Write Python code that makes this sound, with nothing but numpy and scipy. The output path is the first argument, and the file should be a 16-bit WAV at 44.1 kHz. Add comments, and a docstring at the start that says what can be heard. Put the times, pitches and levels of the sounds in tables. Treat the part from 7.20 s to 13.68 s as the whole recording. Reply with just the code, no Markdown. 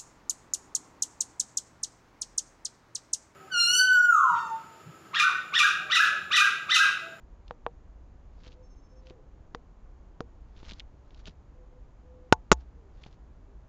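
"""A small bird clambers over and pecks the plastic housing of an outdoor camera in a wood.
Claws scrape and tick by stick-slip; feet land with dull shoves. Four light taps ring the hollow shell;
two hard blows also ring the casing, rattle the fittings and overload the microphone, and the last sets
the loose casing clacking. A distant dove coos in near-pure tones and a faint, thin high tone pulses
on two pitches at once, over a low outdoor rumble."""
import sys
import numpy as np
from scipy import signal
from scipy.fft import rfft, irfft
from scipy.io import wavfile

SR = 44100
rng = np.random.default_rng(int(sys.argv[2]) if len(sys.argv) > 2 else 0)


def persist_wave(psi):
    """Save psi, clipped to +-1, as 16-bit WAV."""
    counts = np.round(np.clip(psi, -1, 1) * 32767).astype(np.int16)
    wavfile.write(sys.argv[1], SR, np.atleast_2d(counts).T)


N = 285768

# outdoor background (frequency [Hz], relative density [dB])
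RUMBLE_SPECTRUM = [(10, -26), (20, -2), (35, -3.5), (55, 0), (80, -10), (125, -16.5), (200, -21.5),
                   (300, -23), (450, -27.5), (1000, -32.5), (2000, -44.5), (3500, -52), (5500, -56),
                   (6900, -52.5), (8500, -75), (16000, -76)]
# claw slides (release time [s], level [dB], time to swell by SWELL_DB [s])
CLAW_SLIDES = [(0.31, -73, .08), (1.28, -58, .13), (1.335, -66, .2), (1.898, -62, .09),
               (3.375, -63.5, .025), (3.515, -51, .15), (3.59, -62, .3), (4.01, -65, .22),
               (4.075, -52, .03), (5.412, -66, .08), (5.84, -65, .17), (5.868, -60, .02), (5.927, -63, .04)]
# hard claw catches (time [s], peak [dB])
CLAW_TICKS = [(0.2805, -43), (1.2352, -48), (1.2630, -47), (1.2680, -46), (1.2775, -44), (1.2810, -47),
              (1.3200, -48), (1.3280, -49), (1.8700, -43), (1.8990, -41.5), (3.3650, -50), (3.3790, -50),
              (3.4005, -50), (3.4505, -42), (3.4935, -36), (3.4990, -35), (3.5105, -34), (3.5192, -35),
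              (3.5344, -38), (3.5970, -29.5), (3.6025, -31.5), (3.9070, -51), (3.9460, -46), (4.0563, -37),
              (4.0665, -42), (4.0705, -42), (4.0745, -36), (4.0790, -42), (4.0835, -43), (4.0945, -45),
              (5.8345, -46), (5.8378, -37), (5.8505, -50), (5.8665, -48), (5.9280, -52)]
# claw on plastic (frequency [Hz], relative density [dB])
CLAW_SPECTRUM = [(30, 16), (120, 8), (250, 0), (500, -2), (1400, 1), (2400, -4.5), (3600, -3.5),
                 (4700, -4.5), (5600, -8), (6900, -11), (8000, -22), (10000, -43)]
# hollow shell (frequency [Hz], level [dB], t60 [s])
SHELL_MODES = [(700, -28, .08), (770, -23, 0.07), (882, -25, 0.052), (945, -19.5, .055), (1130, -21, .028),
               (1590, -36, 0.04)]
# stiff outer casing (frequency [Hz], level [dB], t60 [s])
CASING_MODES = [(877, -20.5, .08), (925, 0, .021), (1005, -28, .065), (1440, -2, .019), (2120, -20, .02),
                (714, -38, .14), (1100, -33, .07), (430, -9, .014)]
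# small hard fittings (frequency [Hz], level [dB], t60 [s])
FITTING_MODES = [(3777, -5.5, .02), (4780, -6.5, 0.022), (4800, -5.5, 0.012), (5460, -4.5, .02),
                 (5760, 2, 0.014), (6440, -3.5, 0.015), (6520, -6, 0.03), (6620, -1, 0.02),
                 (7135, -0.5, 0.022)]
# beak strikes (time [s], knock [dB], knock pitch [Hz], knock spread [ratio], shove [dB re knock],
#   click [dB re knock], treble reach [Hz], panel pitch [Hz], panel [dB], rim [dB], shell [dB],
#   cavity [dB], casing [dB])
BEAK_PECKS = [(0.3091, -24.5, 560, 1.8, -2.5, -19.5, 4200, 720, -39, -41, -29.5, -39.5, -70),
              (0.4644, -14.8, 750, 1.59, -9.5, -15, 3100, 1260, -26, -31, -18.5, -32.5, -60),
              (2.3478, -25.2, 930, 1.3, 0, -4, 4700, 1050, -38, -32, -37, -38, -70),
              (3.0056, -28.3, 1180, 1.18, 9.5, -7, 5900, 760, -27, -46, -31, -35, -70),
              (5.1246, 9.2, 1030, 1.35, 0, -18.5, 6400, 1560, -10, -14, -14, -38, -2),
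              (5.3162, 6.5, 1050, 1.27, -1.6, -12.3, 7400, 1120, -12, -26, -19, -42, -4)]
# dove coos (time [s], length [s], pitch [Hz], glide [Hz], level [dB])
DOVE_COOS = [(1.22, .11, 499, -14, -63), (1.35, .12, 505, 12, -60), (1.70, .1, 513, 0, -62.5),
             (1.83, .14, 507, -16, -58.5), (1.94, .1, 430, -110, -64), (4.35, .11, 500, -12, -63),
             (4.48, .12, 501, 18, -63), (4.82, .28, 504, 8, -60), (5.56, .08, 462, -35, -65),
             (5.62, .11, 382, -55, -65), (6.27, .1, 398, -10, -65)]
# footfalls (time [s], shove [dB], knock pitch [Hz])
FOOTFALLS = [(1.268, -43, 700), (1.907, -36.5, 330), (3.430, -37, 755), (3.520, -39, 172),
             (4.081, -37, 172), (5.863, -37.5, 652)]
# faint high tone pulses (time [s], pitch shift [Hz])
HIGH_TONE_PULSES = [(1.425, 0), (1.490, 5), (1.555, -10), (1.620, -35), (1.688, -55), (1.752, 15)]
# casing on its seat (time [s], knock [dB], knock pitch [Hz], shove [dB re knock], click [dB re knock])
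CASING_CLACKS = [(5.3210, -15.4, 368, 10.4, 7.4), (5.3267, -14, 1036, 2.7, -11.5)]

SWELL_DB, RELEASE_DB_PER_S = 20, 520
CAVITY_HZ, CAVITY_T60_S = 474, .08  # air inside the shell
MOUNT_HZ, MOUNT_DB, MOUNT_T60_S = 62, -66, .5
THUMP_HZ, THUMP_DB, THUMP_T60_S = 80, -56, .04
PANEL_T60_S, RIM_HZ, RIM_T60_S = .013, 1950, .009


def from_db(db):
    """Decibels to gain."""
    return 10 ** (np.asarray(db) / 20)


def rms_one(x):
    """Scale to rms 1."""
    return x / np.sqrt(np.mean(x ** 2) + 1e-20)


def peak_one(x):
    """Scale to peak 1."""
    return x / np.abs(x).max()


def add(out, time_s, sound):
    """Mix a sound in from time_s."""
    i = max(round(time_s * SR), 0)
    out[i:i + len(sound)] += sound[:len(out[i:i + len(sound)])]


def butter(x, hz, kind, order=2):
    """Causal Butterworth filter."""
    sos = signal.butter(order, np.clip(hz, 10, .45 * SR), kind, fs=SR, output="sos")
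    return signal.sosfilt(sos, x + 1e-18)


def colour(x, spectrum):
    """Minimum-phase filter from (frequency [Hz], level [dB]); unit gain for white noise."""
    hz, db = np.transpose(spectrum)
    log_hz = np.log(np.fft.rfftfreq(N, 1 / SR) + 1)
    gain = rms_one(from_db(np.interp(log_hz, np.log(hz), db)))
    causal_cepstrum = irfft(np.log(gain), N) * (1 + np.sign(np.fft.fftfreq(N)))
    return irfft(rfft(x) * np.exp(rfft(causal_cepstrum)), N)


def ring(t, modes):
    """Decaying sines of alternating sign from (frequency [Hz], level [dB], t60 [s])."""
    return sum((-1) ** k * from_db(db - 60 * t / t60_s) * np.sin(2 * np.pi * hz * t)
               for k, (hz, db, t60_s) in enumerate(modes))


def damped(contact, hz, spread):
    """Broad, fast-dying resonance from hz / spread to hz * spread; peak 1."""
    return peak_one(butter(contact, [hz / spread, hz * spread], "band"))


def rumble(level_db=-50.3):
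    """Steady outdoor noise, mostly bass."""
    return from_db(level_db) * colour(rng.standard_normal(N), RUMBLE_SPECTRUM)


def claw_pressure(t):
    """Each slide presses harder until the claw lets go, then dies fast."""
    slides = [from_db(db - np.maximum(SWELL_DB * (end_s - t) / swell_s, RELEASE_DB_PER_S * (t - end_s)))
              for end_s, db, swell_s in CLAW_SLIDES]
    return np.max(slides, axis=0)


def claws(slips_per_s=1200, uneven_db=4.5, rub_gain=.7, snags_per_s=70, snag_db=11,
          grips_per_s=90, grip_db=2.5, rock_hz=65, rock_db=7,
          tick_hz=3300, tick_spread=1.32, scatter_octaves=.13, grit_gain=.07, grit_t60_s=.023):
    """Stick-slip on plastic: tiny slips, snags and sharp, gritty catches; sliding rocks the housing."""
    t = np.arange(N) / SR
    pressure = claw_pressure(t)
    grip = rng.standard_normal(int(t[-1] * grips_per_s) + 2)  # hold tightens and slackens at random
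    load = pressure * from_db(grip_db * np.interp(t * grips_per_s, np.arange(len(grip)), grip))
    slip_sizes = from_db(uneven_db * np.minimum(rng.exponential(1, N), 3)) * rng.choice([-1, 1], N)
    slips = rms_one(slip_sizes * (rng.random(N) < slips_per_s / SR))
    friction = rms_one(slips + rub_gain * rng.standard_normal(N)) * load
    snags = from_db(snag_db) * load * damped(rng.random(N) < snags_per_s / SR, tick_hz, tick_spread)
    rocking = from_db(rock_db) * pressure * rms_one(butter(rng.standard_normal(N), rock_hz, "low"))
    out = colour(friction, CLAW_SPECTRUM) + snags + rocking
    fade = from_db(-60 * t[:SR // 20] / grit_t60_s)
    for time_s, db in CLAW_TICKS:
        catch = signal.unit_impulse(len(fade)) + grit_gain * fade * rng.standard_normal(len(fade))
        spot_hz = tick_hz * 2 ** (scatter_octaves * rng.standard_normal())
        add(out, time_s, from_db(db) * damped(catch, spot_hz, tick_spread))
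    return out


def blow(knock_db, knock_hz, spread, shove_db, shove_hz, shell_db, cavity_db, click_db, click_hz,
         rattle_db, reach_hz, sway_db=0, casing_db=-80, spot_modes=(), chatter_db=2, chatter_t60_s=.025):
    """An impact flexes the wall, shoves the housing and rings shell and fittings."""
    t, contact = np.arange(SR) / SR, signal.unit_impulse(SR)
    knock = from_db(knock_db) * damped(contact, knock_hz, spread)
    click = from_db(click_db) * damped(contact, click_hz, spread=1.4)
    shove = from_db(shove_db) * peak_one(butter(contact, shove_hz, "low"))
    # a brief low thump follows the shove in the opposite direction
    thump = ring(t, [(THUMP_HZ, THUMP_DB, THUMP_T60_S)])
    sway = from_db(sway_db) * ring(t, [(MOUNT_HZ, MOUNT_DB, MOUNT_T60_S)])
    bass = shove + (sway - thump) * shove.sum()
    cavity = ring(t, [(CAVITY_HZ, cavity_db, CAVITY_T60_S)])
    shell = from_db(shell_db) * ring(t, SHELL_MODES)
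    casing = from_db(casing_db) * ring(t, CASING_MODES)
    ringing = cavity - shell + casing + sum(ring(t, [mode]) for mode in spot_modes)
    fittings = ring(t, [(hz, db + rng.normal(0, 1), t60_s) for hz, db, t60_s in FITTING_MODES])
    chatter = butter(rng.standard_normal(SR), 900, "high") * from_db(chatter_db - 60 * t / chatter_t60_s)
    rattle = from_db(rattle_db) * (fittings + chatter)
    # softer contact, less treble
    return butter(rattle - knock + click - bass + ringing, reach_hz, "low", order=4)


def pecks(click_hz=2600, click_db_per_octave=52, rattle_db=-11, rattle_db_per_db=1.14):
    """Beak on shell: harder pecks click lower and rattle more; each spot has its own panel tone."""
    out = np.zeros(N)
    for (time_s, db, knock_hz, spread, shove_db, click_db, reach_hz,
         panel_hz, panel_db, rim_db, shell_db, cavity_db, casing_db) in BEAK_PECKS:
        peck = blow(db, knock_hz, spread, shove_db=db + shove_db, shove_hz=480,
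                    shell_db=shell_db, cavity_db=cavity_db, casing_db=casing_db, sway_db=-12,
                    click_db=db + click_db, click_hz=click_hz * 2 ** (-db / click_db_per_octave),
                    rattle_db=rattle_db + rattle_db_per_db * db + click_db, reach_hz=reach_hz,
                    spot_modes=[(panel_hz, panel_db, PANEL_T60_S), (RIM_HZ, rim_db, RIM_T60_S)])
        add(out, time_s, peck)
    return out


def dove(arch_hz=7, waver_hz=5, echo_db=-7, wood_t60_s=.91):
    """Near-pure coos arch in pitch as they swell and fade; the trees scatter an echo."""
    out = np.zeros(N)
    for time_s, length_s, hz, glide_hz, db in DOVE_COOS:
        along = np.linspace(0, 1, int(length_s * SR))
        arch = np.abs(np.sin(np.pi * along))
        drift_hz = waver_hz * np.interp(along, np.linspace(0, 1, 10), rng.standard_normal(10))
        pitch_hz = hz + glide_hz * (along - .5) + arch_hz * (arch - .5) + drift_hz
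        add(out, time_s, from_db(db) * np.sqrt(2 * arch) * np.sin(2 * np.pi * np.cumsum(pitch_hz) / SR))
    scatter = rng.standard_normal(SR) * from_db(-60 * np.arange(SR) / SR / wood_t60_s)
    echo = signal.fftconvolve(out, scatter / np.linalg.norm(scatter))[:N]
    return out + from_db(echo_db) * echo


def steps():
    """A foot lands softly: mostly a dull shove."""
    out = np.zeros(N)
    for time_s, db, knock_hz in FOOTFALLS:
        step = blow(db - 9, knock_hz, spread=1.2, shove_db=db, shove_hz=330,
                    shell_db=db - 19, cavity_db=db - 33, click_db=db - 12, click_hz=3000,
                    rattle_db=db - 30, reach_hz=4800)
        add(out, time_s, step)
    return out


def high_tone_pulses(pulse_s=.06, tones_hz=(5390, 6290), tones_db=(-74.5, -76),
                     waver_hz=26, uneven_db=1.5):
    """Faint, thin pulses, each swelling and fading on two pitches at once."""
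    out, along = np.zeros(N), np.linspace(0, 1, int(pulse_s * SR))
    swell = np.sqrt(np.abs(np.sin(np.pi * along)))
    for time_s, shift_hz in HIGH_TONE_PULSES:
        bend_hz = shift_hz + waver_hz * np.interp(along, np.linspace(0, 1, 5), rng.standard_normal(5))
        for hz, db in zip(tones_hz, tones_db):
            tone = np.sin(2 * np.pi * np.cumsum(hz + bend_hz) / SR)
            add(out, time_s, from_db(db + rng.normal(0, uneven_db)) * swell * tone)
    return out


def clacks():
    """The loose casing hits its seat: bright click and rattle, little shell ring; the mount rocks."""
    out = np.zeros(N)
    for time_s, db, knock_hz, shove_db, click_db in CASING_CLACKS:
        clack = blow(db, knock_hz, spread=1.22, shove_db=db + shove_db, shove_hz=500,
                     shell_db=db - 26, cavity_db=db - 36, click_db=db + click_db, click_hz=6340,
                     rattle_db=db - 11.5, reach_hz=10000, sway_db=15)
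        add(out, time_s, clack)
    return out


def scene(mic_edge_hz=7400):
    """Bird on the housing, dulled by the microphone, over rumble, distant dove and high pulses; mono."""
    housing = butter(pecks() + clacks() + steps() + claws(), mic_edge_hz, "low", order=10)
    return (housing + rumble() + dove() + high_tone_pulses())[None]


def record(dry, ceiling=.7, treble_hz=8000, fizz_hz=11500, fizz_db=-7, cutoff_hz=16400):
    """Hard blows saturate; steep treble roll-off with faint overload fizz leaking past; top cut."""
    saturated = dry / (1 + (dry / ceiling) ** 16) ** (1 / 16)
    dulled = butter(saturated, treble_hz, "low", order=6)
    fizz = from_db(fizz_db) * butter(saturated, fizz_hz, "high")
    return signal.sosfilt(signal.cheby1(10, .1, cutoff_hz, fs=SR, output="sos"), dulled + fizz)


dry = scene()
out = record(dry)
persist_wave(out)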